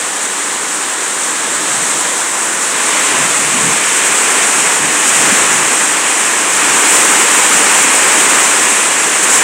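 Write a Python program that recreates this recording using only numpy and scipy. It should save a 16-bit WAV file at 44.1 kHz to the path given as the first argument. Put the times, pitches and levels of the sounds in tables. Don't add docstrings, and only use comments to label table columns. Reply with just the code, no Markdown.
import sys
import numpy as np
from scipy import signal
from scipy.fft import rfft, irfft, next_fast_len
from scipy.io import wavfile

SR = 44100
rng = np.random.default_rng(int(sys.argv[2]) if len(sys.argv) > 2 else 0)


def store_pcm(level_fs):
    pcm = np.round(np.clip(level_fs, -1, 1) * 32767).astype(np.int16)
    wavfile.write(sys.argv[1], SR, np.atleast_2d(pcm).T)


N = 415863
TIME = np.arange(N) / SR
TURN_S, TURN_EASE_S = 2.76, 0.098


def from_db(db):
    return 10 ** (np.asarray(db) / 20)


def unit_rms(x):
    return x / np.sqrt(np.mean(x ** 2) + 1e-20)


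def coloured(x, spectrum):
    size = 2 * next_fast_len(N // 2 + 1)
    hz, db = np.transpose(spectrum)
    octave = np.log2(np.maximum(np.arange(size // 2 + 1) * SR / size, 1))
    octaves_outside = np.abs(octave - np.clip(octave, np.log2(hz[0]), np.log2(hz[-1])))
    gain = from_db(np.interp(octave, np.log2(hz), db) - 10 * octaves_outside)
    cepstrum = irfft(np.log(gain))
    cepstrum[1:size // 2] *= 2
    cepstrum[size // 2 + 1:] = 0
    response = np.exp(rfft(cepstrum))
    return unit_rms(irfft(rfft(x, size) * response)[:N])


def impacts(per_s, spread_db, far_db):
    landed = rng.random(N) < per_s / SR
    sizes = from_db(spread_db * np.minimum(rng.exponential(1, N), 4))
    near = unit_rms(landed * sizes * rng.choice([-1, 1], N))
    return near + from_db(far_db) * rng.standard_normal(N)


def flutter(depth_db, per_s):
    knots = rng.standard_normal(2000)
    return from_db(depth_db * np.interp(TIME * per_s, np.arange(len(knots)), knots))


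def swell(centre_s, width_s):
    return np.exp(-.5 * np.minimum(((TIME - centre_s) / width_s) ** 2, 10 ** 2))


# (frequency [Hz], relative level [dB])
DRUMMING_SPECTRUM = [(50, -17), (100, -18), (140, -11.5), (200, -5), (250, -3), (285, -1), (305, 2.5),
                     (330, -1), (450, 1), (620, -2.5), (850, -9), (1400, -28)]
CLATTER_SPECTRUM = [(250, -55), (600, -13), (800, -3.5), (930, -2), (1030, 0), (1350, -2), (1750, -1),
                    (2300, -5.5), (3000, -8.5), (4000, -13), (4700, -16.5), (6500, -14), (12000, -46)]
RIB_SPECTRUM = [(900, -35.5), (1500, -9), (1900, -2), (2450, 1), (3100, -4.5), (4000, -16.5), (5400, -15),
                (8000, -28)]
# (time [s], level rise [dB], width [s])
GUSTS = [(3.13, 1, .14), (9.397, 2.5, 0.066)]


def roof(rain_db):
    drumming = coloured(impacts(per_s=2000, spread_db=1.5, far_db=1.5), DRUMMING_SPECTRUM)
    clatter = coloured(impacts(per_s=6000, spread_db=2.4, far_db=4.0), CLATTER_SPECTRUM)
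    clatter *= flutter(depth_db=0.46, per_s=25)
    ribs = coloured(impacts(per_s=6000, spread_db=3.0, far_db=4.0), RIB_SPECTRUM)
    ribs *= flutter(depth_db=0.7, per_s=32)
    turned = .5 + .5 * np.tanh(.5 * (TIME - TURN_S) / TURN_EASE_S)
    ribs *= (1 - turned) * from_db(-27) + turned * from_db(-9.5)
    gust_db = sum(db * swell(s, width) for s, db, width in GUSTS)
    return from_db(rain_db + gust_db) * (from_db(-4) * clatter + from_db(-12.5) * drumming + ribs)


# (frequency [Hz], relative level [dB])
LEAF_SPECTRUM = [(1800, -27.5), (2900, -3), (3700, 0), (4300, -3), (5200, -9), (8000, -37.5)]


def leaves(rain_db, behind_s=4.8):
    patter = coloured(impacts(per_s=3000, spread_db=3.0, far_db=3.0), LEAF_SPECTRUM)
    facing_db = np.interp(TIME, [TURN_S, behind_s], [-14.5, -21.5])
    dip_db = -13 * swell(centre_s=2.42, width_s=0.1)
    return from_db(rain_db + facing_db + dip_db) * patter


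# (frequency [Hz], relative level [dB])
SPLASH_SPECTRUM = [(2500, -47), (4600, -22), (5500, -11.5), (6300, -6.5), (7200, -0.9), (7800, 0),
                   (8600, -0.6), (9400, -7), (10200, -15.5), (11000, -16.5), (12200, -24.5), (13400, -36),
                   (14800, -23), (16000, -35)]
# (time [s], level [dB], width [s])
SPLASHES = [(0.231, -17, .0055), (.255, -18, .007), (1.26, -21.5, 0.063), (1.7, -24, 0.035),
            (1.913, -16, .004), (5.083, -13, 0.016), (6.932, -12, .04), (9.239, -11, 0.01),
            (9.35, -10, 0.044)]


def wet_yard(rain_db):
    spray = coloured(impacts(per_s=8000, spread_db=1.5, far_db=3.5), SPLASH_SPECTRUM)
    spray *= flutter(depth_db=0.73, per_s=30)
    splash_envelope = sum(from_db(db) * swell(s, width) for s, db, width in SPLASHES)
    splashes = splash_envelope * coloured(rng.standard_normal(N), SPLASH_SPECTRUM)
    return from_db(rain_db - 2) * spray + splashes


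# (frequency [Hz], relative level [dB])
BUFFET_SPECTRUM = [(40, -1), (70, -8), (95, 1), (130, 3.5), (200, 3), (300, -2), (450, -7), (900, -35)]
# (time [s], level [dB], width [s])
BUFFETS = [(1.75, -36, 0.18), (3.21, -31.5, 0.053), (3.48, -31, 0.23), (3.667, -22, 0.038),
           (4.84, -27, 0.044), (5.274, -26, 0.099), (5.58, -28, .06), (6.688, -32.5, .06)]


def buffets():
    envelope = sum(from_db(db) * swell(s, width) for s, db, width in BUFFETS)
    return envelope * coloured(rng.standard_normal(N), BUFFET_SPECTRUM)


# (time [s], envelope peak [dB], frequency [Hz], width [s])
BUMPS = [(1.826, -25, 174, 0.0051), (3.202, -24, 265, .016), (3.46, -29, 155, .014),
         (3.556, -18, 247, 0.0081), (3.675, -19.5, 168, 0.025), (5.326, -10, 220, 0.0038)]


def bumps():
    return sum(from_db(db) * swell(s, width) * np.sin(2 * np.pi * hz * (TIME - s))
               for s, db, hz, width in BUMPS)


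# (frequency [Hz], relative level [dB])
DRIP_SPECTRUM = [(200, -20), (1200, 0), (4500, -8), (7800, 0), (11000, -10), (15000, -8), (17000, -20)]


def drip(time_s=2.0104, peak_db=-3.0):
    impulse = 1.0 * (np.arange(N) == round(time_s * SR))
    smack = coloured(impulse, DRIP_SPECTRUM)
    return from_db(peak_db) * smack / np.abs(smack).max()


# (time [s], level [dB])
RAIN_STRENGTH = [(0.05, -17), (0.99, -17), (1.83, -14.5), (2.57, -15), (3.0, -12.5), (3.36, -13),
                 (4.71, -11), (4.84, -13), (5.27, -9.5), (5.86, -12.5), (6.44, -12.5), (6.96, -8.5),
                 (7.23, -9.5), (7.75, -8.5), (7.92, -10), (8.28, -9), (8.97, -12), (9.2, -12)]


def scene():
    rain_db = np.interp(TIME, *np.transpose(RAIN_STRENGTH))
    sound = roof(rain_db) + leaves(rain_db) + wet_yard(rain_db) + buffets() + bumps() + drip()
    return np.stack([sound, sound])


# (frequency [Hz], relative level [dB])
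RUMBLE_SPECTRUM = [(15, 3), (55, -9), (120, -8)]


def record(dry, overload=.77, low_cut_hz=128, high_cut_hz=15800, rumble_db=-72):
    high_pass = signal.butter(4, low_cut_hz, "high", fs=SR, output="sos")
    low_pass = signal.ellip(12, .05, 60, high_cut_hz, fs=SR, output="sos")
    clipped = np.clip(dry, -overload, overload)
    thinned = signal.sosfilt(high_pass, clipped)
    rumble = from_db(rumble_db) * coloured(rng.standard_normal(N), RUMBLE_SPECTRUM)
    rumble *= flutter(depth_db=4.0, per_s=5)
    return signal.sosfiltfilt(low_pass, thinned + rumble)


dry = scene()
out = record(dry)
store_pcm(out)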